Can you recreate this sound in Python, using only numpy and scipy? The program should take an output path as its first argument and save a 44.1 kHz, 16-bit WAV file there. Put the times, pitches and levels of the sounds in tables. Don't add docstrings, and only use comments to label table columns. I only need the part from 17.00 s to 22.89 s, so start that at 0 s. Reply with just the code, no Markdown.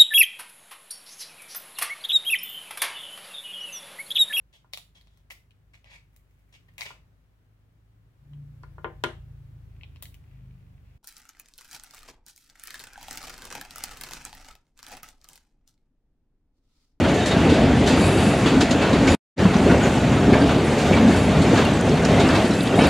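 import sys
import numpy as np
from scipy import signal
from scipy.io import wavfile
from scipy.ndimage import uniform_filter1d

SR = 44100
rng = np.random.default_rng(int(sys.argv[2]) if len(sys.argv) > 2 else 0)


def field_ratio(decibels):
    return 10 ** (np.asarray(decibels, dtype=float) / 20)


def dump_mix(stems):
    frames = np.atleast_2d(stems).T
    limited = np.clip(frames, -1, 1)
    pcm = np.round(limited * 32767).astype(np.int16)
    wavfile.write(sys.argv[1], SR, pcm)


N = 259749


def in_time(rows):
    s, *columns = np.transpose(rows)
    return np.array([np.interp(np.arange(N) / SR, s, c) for c in columns])


def at_hz(points, hz):
    f, value = np.transpose(points)
    return np.interp(np.log(hz), np.log(np.maximum(f, 1)), value)


def rms_one(x):
    return x / np.sqrt(np.mean(x ** 2) + 1e-20)


def drift(rate_hz):
    r = np.exp(-2 * np.pi * rate_hz * 40 / SR)
    noise = rng.standard_normal(N // 40 + 2002)
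    slow = rms_one(signal.lfilter([1], [1, -2 * r, r * r], noise)[2000:])
    return np.interp(np.arange(N) / 40, np.arange(len(slow)), slow)


def resonate(x, hz, width_hz):
    r = np.exp(-np.pi * width_hz / SR)
    numerator = [(1 - r * r) / 2, 0, (r * r - 1) / 2]
    return signal.lfilter(numerator, [1, -2 * r * np.cos(2 * np.pi * hz / SR), r * r], x)


# t/s, swell level/dB, tilt/dB per octave
WHEEL_TURNS = [(0.26, -0.5, 1.2), (0.87, 1, 1), (1.48, -2.5, 0), (2.08, -1, 0), (2.71, 3, -1.6),
               (3.331, 4, -0.5), (3.96, 3, -0.5), (4.57, 1.5, 1.3), (5.19, 3.5, -0.5), (5.81, 7.5, -3.4)]


def swells():
    rise_s, fall_s = 0.08, 0.16
    swell_db, tilt_db, t = 0, 0, np.arange(N) / SR
    for s, db, tilt in WHEEL_TURNS:
        rise = ((s - t) / rise_s) ** 2
        fall = (abs(t - s) / fall_s) ** 4.1
        shape = np.exp(-np.where(t < s, rise, fall))
        swell_db, tilt_db = swell_db + db * shape, tilt_db + tilt * shape
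    return swell_db, tilt_db


# f/Hz, side minus mid level/dB
SIDE_SHARE = [(60, -34), (130, -41), (290, -26.5), (640, -23), (1410, -16), (3100, -12.5), (6820, -8),
              (15000, -21.5)]


def bands(low_hz, count):
    white = rng.standard_normal((2, 2, N + 4096))
    for k in range(count):
        low, high = low_hz * 2 ** (k / 3), low_hz * 2 ** ((k + 1) / 3)
        band = signal.butter(2, [low, high], "band", fs=SR, output="sos")
        mid, side = signal.sosfilt(band, white[k % 2])[:, 4096:]
        hz = np.sqrt(low * high)
        yield hz, mid + field_ratio(at_hz(SIDE_SHARE, hz)) * side * [[1], [-1]]


# f/Hz, relative level per Hz/dB
ROAR = [(15, -57.5), (25, -19.5), (82, -1), (267, 1), (349, -7.5), (421, -5), (523, -9), (598, -7),
        (1050, -18.5), (2630, -23.5), (4380, -31), (5280, -38.5), (6920, -33.5), (10100, -50), (15500, -65)]
# t/s, level/dB, brightness/dB per octave
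PASSING = [(0, -3, 0), (0.45, -1.5, -0.04), (0.75, -1.5, -0.5), (1.1, -1, 0.15), (1.36, -1.5, 0.5),
           (1.65, -1.5, 0.63), (2.1, -1, 0), (2.5, -2, 0), (2.9, -1.5, 0.86), (3.2, -2, -0.73),
           (3.75, 0, 0.22), (4.2, -1, 0.1), (4.45, 1, -0.5), (5.0, -1, 0), (5.4, 0.5, 0.5),
           (5.68, -1.5, 0.5), (5.89, -4.5, 1.5)]
# f/Hz, share of the swell
SWELL_REACH = [(60, 0.67), (150, 0.4), (250, 0.41), (550, 1.07), (1500, 0.84), (3000, 1.02), (8000, 0.45)]
# f/Hz, level/dB
FIRST_VIEW = [(60, 3), (130, 0.65), (300, 2), (600, 1.5), (1200, 1.5), (2800, 2.1), (6000, 1.4),
              (12000, -5.5)]


def rolling():
    level_db, bright_db = in_time(PASSING)
    swell_db, tilt_db = swells()
    first_view = np.arange(N) / SR < 2.2505
    together_db, out = drift(3.0) + 0.62 * drift(30), 0
    for hz, noise in bands(22.65, count=29):
        octaves = np.log2(hz / 800)
        view_db = at_hz(FIRST_VIEW, hz) * first_view
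        near_db = level_db + bright_db * octaves
        turn_db = at_hz(SWELL_REACH, hz) * (swell_db + tilt_db * octaves)
        flicker_db = together_db + 1.2 * drift(8.7)
        out = out + field_ratio(at_hz(ROAR, hz) + view_db + near_db + turn_db + flicker_db) * noise
    return field_ratio(-15.5) * rms_one(out)


# t/s, main swing level/dB, f/Hz
THUDS = [(0.519, -5, 286), (0.806, -10, 269), (1.159, -9, 329), (1.461, -8.5, 276), (1.553, -14, 243),
         (1.625, -10.5, 277), (1.709, -12.5, 241), (1.748, -9.5, 281), (2.074, -15.5, 309),
         (2.448, -5, 182), (2.55, -11.5, 193), (2.663, -8.5, 386), (2.698, -10, 209), (3.276, -7, 240),
         (3.285, -4.5, 249), (3.317, -2.5, 239), (3.352, -13.5, 604), (3.912, -7, 232), (4.041, -29, 231),
         (4.092, -6.5, 224), (4.527, -7, 298), (5.232, -5.5, 198), (5.335, -13.5, 272), (5.385, -10, 207.6),
         (5.438, -10, 230), (5.491, -11, 204), (5.599, -14.5, 178), (5.788, -8, 458), (5.815, -8.5, 268),
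         (5.838, -15, 293)]


def thuds():
    cycles = 8.4
    out = np.zeros(N)
    for (s, db, hz), (phase, phase_2) in zip(THUDS, rng.random((len(THUDS), 2))):
        start = round(s * SR)
        t = np.arange(min(4000, N - start)) / SR
        fall = field_ratio(-60 * t * hz / cycles)
        shape = (1 - np.exp(-t * hz / 2.2)) ** 2 * fall
        swing = np.sin(2 * np.pi * (hz * t + phase))
        swing += field_ratio(-8) * np.sin(2 * np.pi * (1.588 * hz * t + phase_2))
        swing += field_ratio(-10) * fall * np.sin(2 * np.pi * (2.98 * hz * t + phase + phase_2))
        out[start:][:len(t)] += field_ratio(db) * shape / shape.max() * swing
    return out


# t/s, peak level/dB, length/s
KNOCKS = [(0.367, -4.5, 0.0078), (0.397, -12, 0.0045), (0.993, -7, 0.0064), (1.456, -7, 0.0062),
          (2.453, -5.5, 0.008), (2.508, -12, 0.006), (2.6, -5.5, 0.0065), (2.722, -4.5, 0.0068),
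          (2.813, -13, 0.0044), (3.911, -5, 0.003), (3.958, -19, 0.0043), (4.161, -13, 0.0039),
          (3.975, -14, 0.005), (4.025, -8, 0.0045), (4.53, -9, 0.0043), (4.598, -6, 0.004),
          (5.151, -9, 0.0066), (5.741, -6.5, 0.0034), (5.787, -2, 0.0064)]


def knocks():
    out = np.zeros(N)
    for s, db, length in KNOCKS:
        phase = np.arange(round(length * SR)) / (length * SR)
        pulse = np.sin(np.pi * phase) * np.sin(3 * np.pi * phase)
        out[round(s * SR):][:len(phase)] += field_ratio(db) * pulse
    return out


# t/s, relative level/dB at 4 kHz, brightness/dB per octave, 60 dB decay/s at 4 kHz
CLACKS = [(0.037, -20, -8.5, 0.21), (0.081, -21, 2, 0.15), (0.1387, -27.5, 12, 0.15),
          (0.2574, -16, 8, 0.23), (0.195, -27, -2, 0.39), (0.31, -20, -3, 0.22), (0.494, -15.5, -2, 0.6),
          (0.86, -16, 0.5, 0.3), (0.872, -15.5, 2.5, 0.36), (0.9194, -29, 10, 0.14),
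          (1.458, -13.5, -3, 0.34), (1.6064, -6, 0.5, 0.11), (1.6165, -24.5, 4, 0.28),
          (1.707, -9.5, 1.5, 0.12), (1.8147, -16.5, -6, 0.39), (1.927, -16, -1.5, 0.12),
          (2.0713, -12.5, 0.5, 0.32), (2.453, -19.5, -12, 0.086), (2.534, -15.5, -6, 0.144),
          (2.709, -20, -8.5, 0.22), (2.7974, -24.5, -7.5, 0.62), (3.163, -23.5, -7, 0.32),
          (3.334, -19, -4, 0.17), (3.4884, -17, -6, 0.3), (3.7824, -22.5, 5.5, 0.66),
          (3.8626, -26.5, 4, 0.11), (3.9304, -23, -6, 0.15), (3.9644, -18, -9.5, 0.18),
          (4.072, -19, -3, 0.65), (4.1594, -35, 21, 0.18), (4.4164, -17, 3, 0.16), (4.555, -15, -4, 0.18),
          (4.5735, -21, -7.5, 0.46), (4.9701, -18, -6, 0.045), (5.0487, -10.5, 1, 0.089),
          (5.16, -27, -6.5, 0.25), (5.195, -13, 0.5, 0.23), (5.3, -18.5, -5.5, 0.28),
          (5.349, -13.5, -3.5, 0.2), (5.4494, -22, 8, 0.12), (5.5342, -23.5, 12.5, 0.082),
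          (5.7544, -29.5, 16, 0.15), (5.787, -18, -7.5, 0.35), (5.835, -14.5, 0, 0.2)]


def strikes(hz):
    rise_s, colour_db = 0.0022, 2.0
    out = np.zeros(N)
    for (s, db, bright_db, t60), own in zip(CLACKS, rng.standard_normal(len(CLACKS))):
        start = round(s * SR)
        t = np.arange(min(9000, N - start)) / SR
        fall = field_ratio(-60 * t / max(t60, 0.02) * (hz / 4000) ** 0.27)
        level_db = db + bright_db * np.log2(hz / 4000) + colour_db * own
        out[start:][:len(t)] += field_ratio(level_db) * fall * (1 - np.exp(-t / rise_s))
    return out


# f/Hz, relative level per Hz/dB
CLACK_COLOUR = [(350, -29), (600, -19), (1270, -8.5), (2440, -13), (3570, -6.5), (3920, -8), (5980, -20.5),
                (6850, -10), (15500, -67.5)]


def clacks():
    out = 0
    for hz, noise in bands(703, count=14):
        out = out + field_ratio(at_hz(CLACK_COLOUR, hz)) * strikes(hz) * noise
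    return field_ratio(5.0) * out


# t/s, length/s, f/Hz, rms level/dB before waver, width/Hz
BOOMS = [(1.47, 0.17, 275, -18, 45), (3.408, 0.05, 272, -15.5, 40), (3.95, 0.16, 234.6, -17.5, 45.6)]


def booms():
    edge_s, waver_db = 0.0096, 4.5
    out = np.zeros(N)
    for s, length, hz, db, width_hz in BOOMS:
        start = round(s * SR)
        n = min(round(length * SR), N - start)
        tone = resonate(resonate(rng.standard_normal(30000), hz, width_hz), hz, width_hz)
        even = tone / np.sqrt(abs(uniform_filter1d(tone ** 2, size=600)) + 1e-20)
        t = np.arange(n) / SR
        edges = np.clip(np.minimum(t, length - t) / edge_s, 0, 1)
        level = field_ratio(db + waver_db * drift(35)[start:start + n])
        out[start:start + n] += level * edges * even[-n - 600:-600]
    return out


# t/s, hold/s, relative level/dB
RUBS = [(0.999, 0.085, 5.5), (1.1, 0.19, 3.5), (1.36, 0.05, -2), (2.11, 0.071, 2.5), (4.129, 0.12, -2),
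        (5.449, 0.016, -2), (5.567, 0.078, -1.5), (5.774, 0.12, -1.5)]


def rubbing_db():
    attack_db_per_s, release_db_per_s, light_db = 348, 118, -12.5
    out, t = np.full(N, light_db), np.arange(N) / SR
    for s, hold, db in RUBS:
        before = attack_db_per_s * np.maximum(s - t, 0)
        after = release_db_per_s * np.maximum(t - s - hold, 0)
        out = np.maximum(out, db - before - after)
    return out


def flange_hiss():
    band = signal.butter(3, [7300, 10660], "band", fs=SR, output="sos")
    mid, side = signal.sosfilt(band, rng.standard_normal((2, N)))
    hiss = rms_one(mid + 0.14 * side * [[1], [-1]])
    return field_ratio(-44 + rubbing_db() + drift(40)) * hiss


# f/Hz, relative level/dB
WHEEL_MODES = [(1510, -49.5), (2270, -50.5), (2500, -56), (2640, -47), (3050, -57), (3320, -68),
               (3800, -53), (4500, -53.5), (4861, -54.5), (6794, -58), (7020, -59), (7500, -57),
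               (8263, -65.5), (8662, -71.5), (9760, -65.5), (10150, -69.5), (10487, -71), (10858, -75),
               (11558, -76.5)]


def wheel_ring():
    rub_db, width_hz, out = rubbing_db(), 28.0, np.zeros((2, N))
    for hz, db in WHEEL_MODES:
        mid, side = rng.standard_normal((2, N))
        noise = mid + field_ratio(at_hz(SIDE_SHARE, hz)) * side * [[1], [-1]]
        rub = field_ratio(rub_db + 3 * drift(6))
        drive = noise * (rub + field_ratio(19.5) * strikes(hz))
        narrow_gain = np.sqrt(2 * SR / (np.pi * width_hz))
        out += field_ratio(db) * resonate(drive, hz, width_hz) * narrow_gain
    return out


# t/s, length/s, f/Hz, level/dB before envelope and grip
SQUEAKS = [(0.252, 0.026, 1810, -28.5), (1.923, 0.05, 7100, -48), (2.076, 0.07, 6940, -35),
           (2.078, 0.026, 2330, -23), (2.067, 0.034, 1540, -29), (2.565, 0.017, 5900, -38),
           (2.696, 0.027, 1420, -22.5), (2.828, 0.074, 6900, -36), (3.333, 0.026, 2230, -25.5),
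           (3.333, 0.024, 1650, -23), (3.641, 0.052, 9400, -46), (3.924, 0.046, 2300, -24.5),
           (3.928, 0.014, 2700, -26), (4.733, 0.043, 7940, -43), (5.505, 0.021, 5460, -38),
           (5.51, 0.05, 3960, -35), (5.6, .02, 3700, -35), (1.713, 0.016, 6600, -34.5),
           (5.795, 0.088, 2590, -31), (5.785, 0.029, 2190, -30)]


def squeaks():
    out, grip = np.zeros(N), field_ratio(1.5 * drift(25))
    for s, length, hz, db in SQUEAKS:
        start = round(s * SR)
        n = min(round(length * SR), N - start)
        width_hz = 25 + 5.5 / length + hz / 300
        tone = resonate(resonate(rng.standard_normal(22000), hz, width_hz), hz, width_hz)[-n:]
        tone = tone / np.sqrt(abs(uniform_filter1d(tone ** 2, size=2200)))
        hump = abs(np.sin(np.pi * (np.arange(n) / n) ** 0.45)) ** 0.8
        out[start:start + n] += field_ratio(db) * hump * tone * grip[start:start + n]
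    return out


# t/s, length/s, f/Hz, rms level/dB before waver, pitch waver/Hz
SQUEALS = [(0.17, 0.18, 3741, -38, 7), (0.18, 0.08, 3036, -40, 9), (0.23, 0.09, 4183, -43, 9),
           (0.24, 0.05, 1976, -33, 12), (0.3, 0.045, 2000, -33, 15), (0.34, 0.05, 1600, -33, 30),
           (0.87, 0.07, 2580, -37, 10), (0.96, 0.13, 4500, -43, 12), (1.11, 0.19, 4500, -44, 16),
           (0.99, 0.09, 2492, -39, 30), (1.16, 0.19, 2680, -44, 20), (1.44, 0.08, 4522, -42, 10),
           (1.0, 0.08, 7919, -50, 15), (0.99, 0.34, 9760, -57, 20), (0.99, 0.34, 10858, -58, 15),
           (0.99, 0.34, 11558, -64, 20), (4.647, 0.032, 2770, -30, 10), (5.55, 0.14, 2589, -41, 10),
           (5.52, 0.14, 7590, -53, 15), (5.78, 0.11, 3854, -37, 4), (5.79, 0.075, 4183, -43, 8),
           (5.78, 0.05, 1523, -31, 12)]


def squeals():
    edge_s, waver_db = 0.015, 3.0
    out, wavers = np.zeros(N), np.array([drift(30), drift(30)])
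    shifts = rng.integers(0, N // 2, len(SQUEALS))
    for (s, length, hz, db, waver_hz), shift in zip(SQUEALS, shifts):
        start = round(s * SR)
        t = np.arange(min(round(length * SR), N - start)) / SR
        pitch, level = wavers[:, shift:shift + len(t)]
        edges = np.clip(np.minimum(t, length - t) / edge_s, 0, 1)
        turns = np.cumsum(hz + waver_hz * pitch) / SR
        tone = np.sqrt(2) * np.sin(2 * np.pi * turns + shift)
        out[start:start + len(t)] += field_ratio(db + waver_db * level) * edges * tone
    return out


# t/s, peak level/dB, f/Hz
TICKS = [(2.378, -22, 4000), (4.574, -23, 6150), (4.650, -27.5, 8500), (4.809, -26, 7350),
         (4.893, -27, 5000), (4.975, -22.5, 4000), (5.049, -20, 4900), (5.129, -33, 4500),
         (5.214, -29, 4510), (5.288, -19, 4400), (5.364, -25, 4300), (5.443, -28, 4000), (5.520, -34, 3800),
         (5.606, -20, 3830), (5.632, -29, 10600), (5.673, -21, 3630), (5.871, -26, 9830)]


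def ticks():
    sharpness = 1.7
    out, t = np.zeros(N), np.arange(700) / SR
    for (s, db, hz), noise in zip(TICKS, rng.standard_normal((len(TICKS), 700))):
        tick = noise * t * np.exp(-t / 0.0014)
        for _ in range(3):
            tick = resonate(tick, hz, hz / sharpness)
        out[round(s * SR):][:len(t)] += field_ratio(db) * tick / abs(tick).max()
    return out


def rattle():
    taps_per_s, level_db, tilt_db, parts = 250.0, -42.5, 5.0, 30
    sizes_db = 2.5 * np.minimum(rng.exponential(1, N), 4)
    taps = field_ratio(sizes_db) * (rng.random(N) < taps_per_s / SR)
    taps = taps * field_ratio(1.47 * swells()[0])
    dealt, out = rng.integers(0, parts, N), np.zeros((2, N))
    pitches = np.geomspace(1500, 9000, parts) * rng.uniform(0.96, 1.04, parts)
    for k, hz in enumerate(pitches):
        width_hz = 20 + hz / 250
        ring = resonate(resonate(taps * (dealt == k), hz, width_hz), hz, 4 * width_hz)
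        ring = ring * SR / (np.pi * width_hz)
        pan_db = rng.uniform(-1.2, 1) * np.array([[1], [-1]])
        out += field_ratio(level_db - tilt_db * np.log2(hz / 2000) + pan_db) * ring
    return out


def scene():
    blows = thuds() + knocks() + clacks() + booms()
    wheels = flange_hiss() + wheel_ring() + squeaks() + squeals()
    return rolling() + blows + wheels + ticks() + rattle()


# t/s, share of bass gained left and lost right
LEFT_FULLER = [(0, 0.024), (2.2, 0.023), (2.4, 0.019), (5.89, 0.017)]


def microphones(dry):
    x = signal.sosfilt(signal.butter(2, 42, "high", fs=SR, output="sos"), dry)
    bass = signal.sosfilt(signal.butter(2, 900, fs=SR, output="sos"), x)
    return x + in_time(LEFT_FULLER)[0] * bass * [[1], [-1]]


def dropout_gain():
    cut_s, step_db, fall_db_per_s = 2.1505, -20, 1450
    resume_s, fade_in_s, fade_in_power = 2.36, 0.034, 2.46
    t = np.arange(N) / SR
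    falling = field_ratio(step_db - fall_db_per_s * np.maximum(t - cut_s, 0))
    going = np.where(t < cut_s, 1, falling)
    fade_in = np.clip((t - resume_s) / fade_in_s, 0, 1) ** fade_in_power
    return np.where(t < resume_s, going, fade_in)


def top_cut(x):
    return signal.sosfilt(signal.butter(12, 15700, fs=SR, output="sos"), x)


def record(dry):
    rounded = 1.055 * np.tanh(microphones(dry) / 1.148)
    balance = field_ratio(0.14 / 2 * np.array([[1], [-1]]))
    mix = rounded * dropout_gain() * balance
    return top_cut(mix)


dry = scene()
out = record(dry)
dump_mix(out)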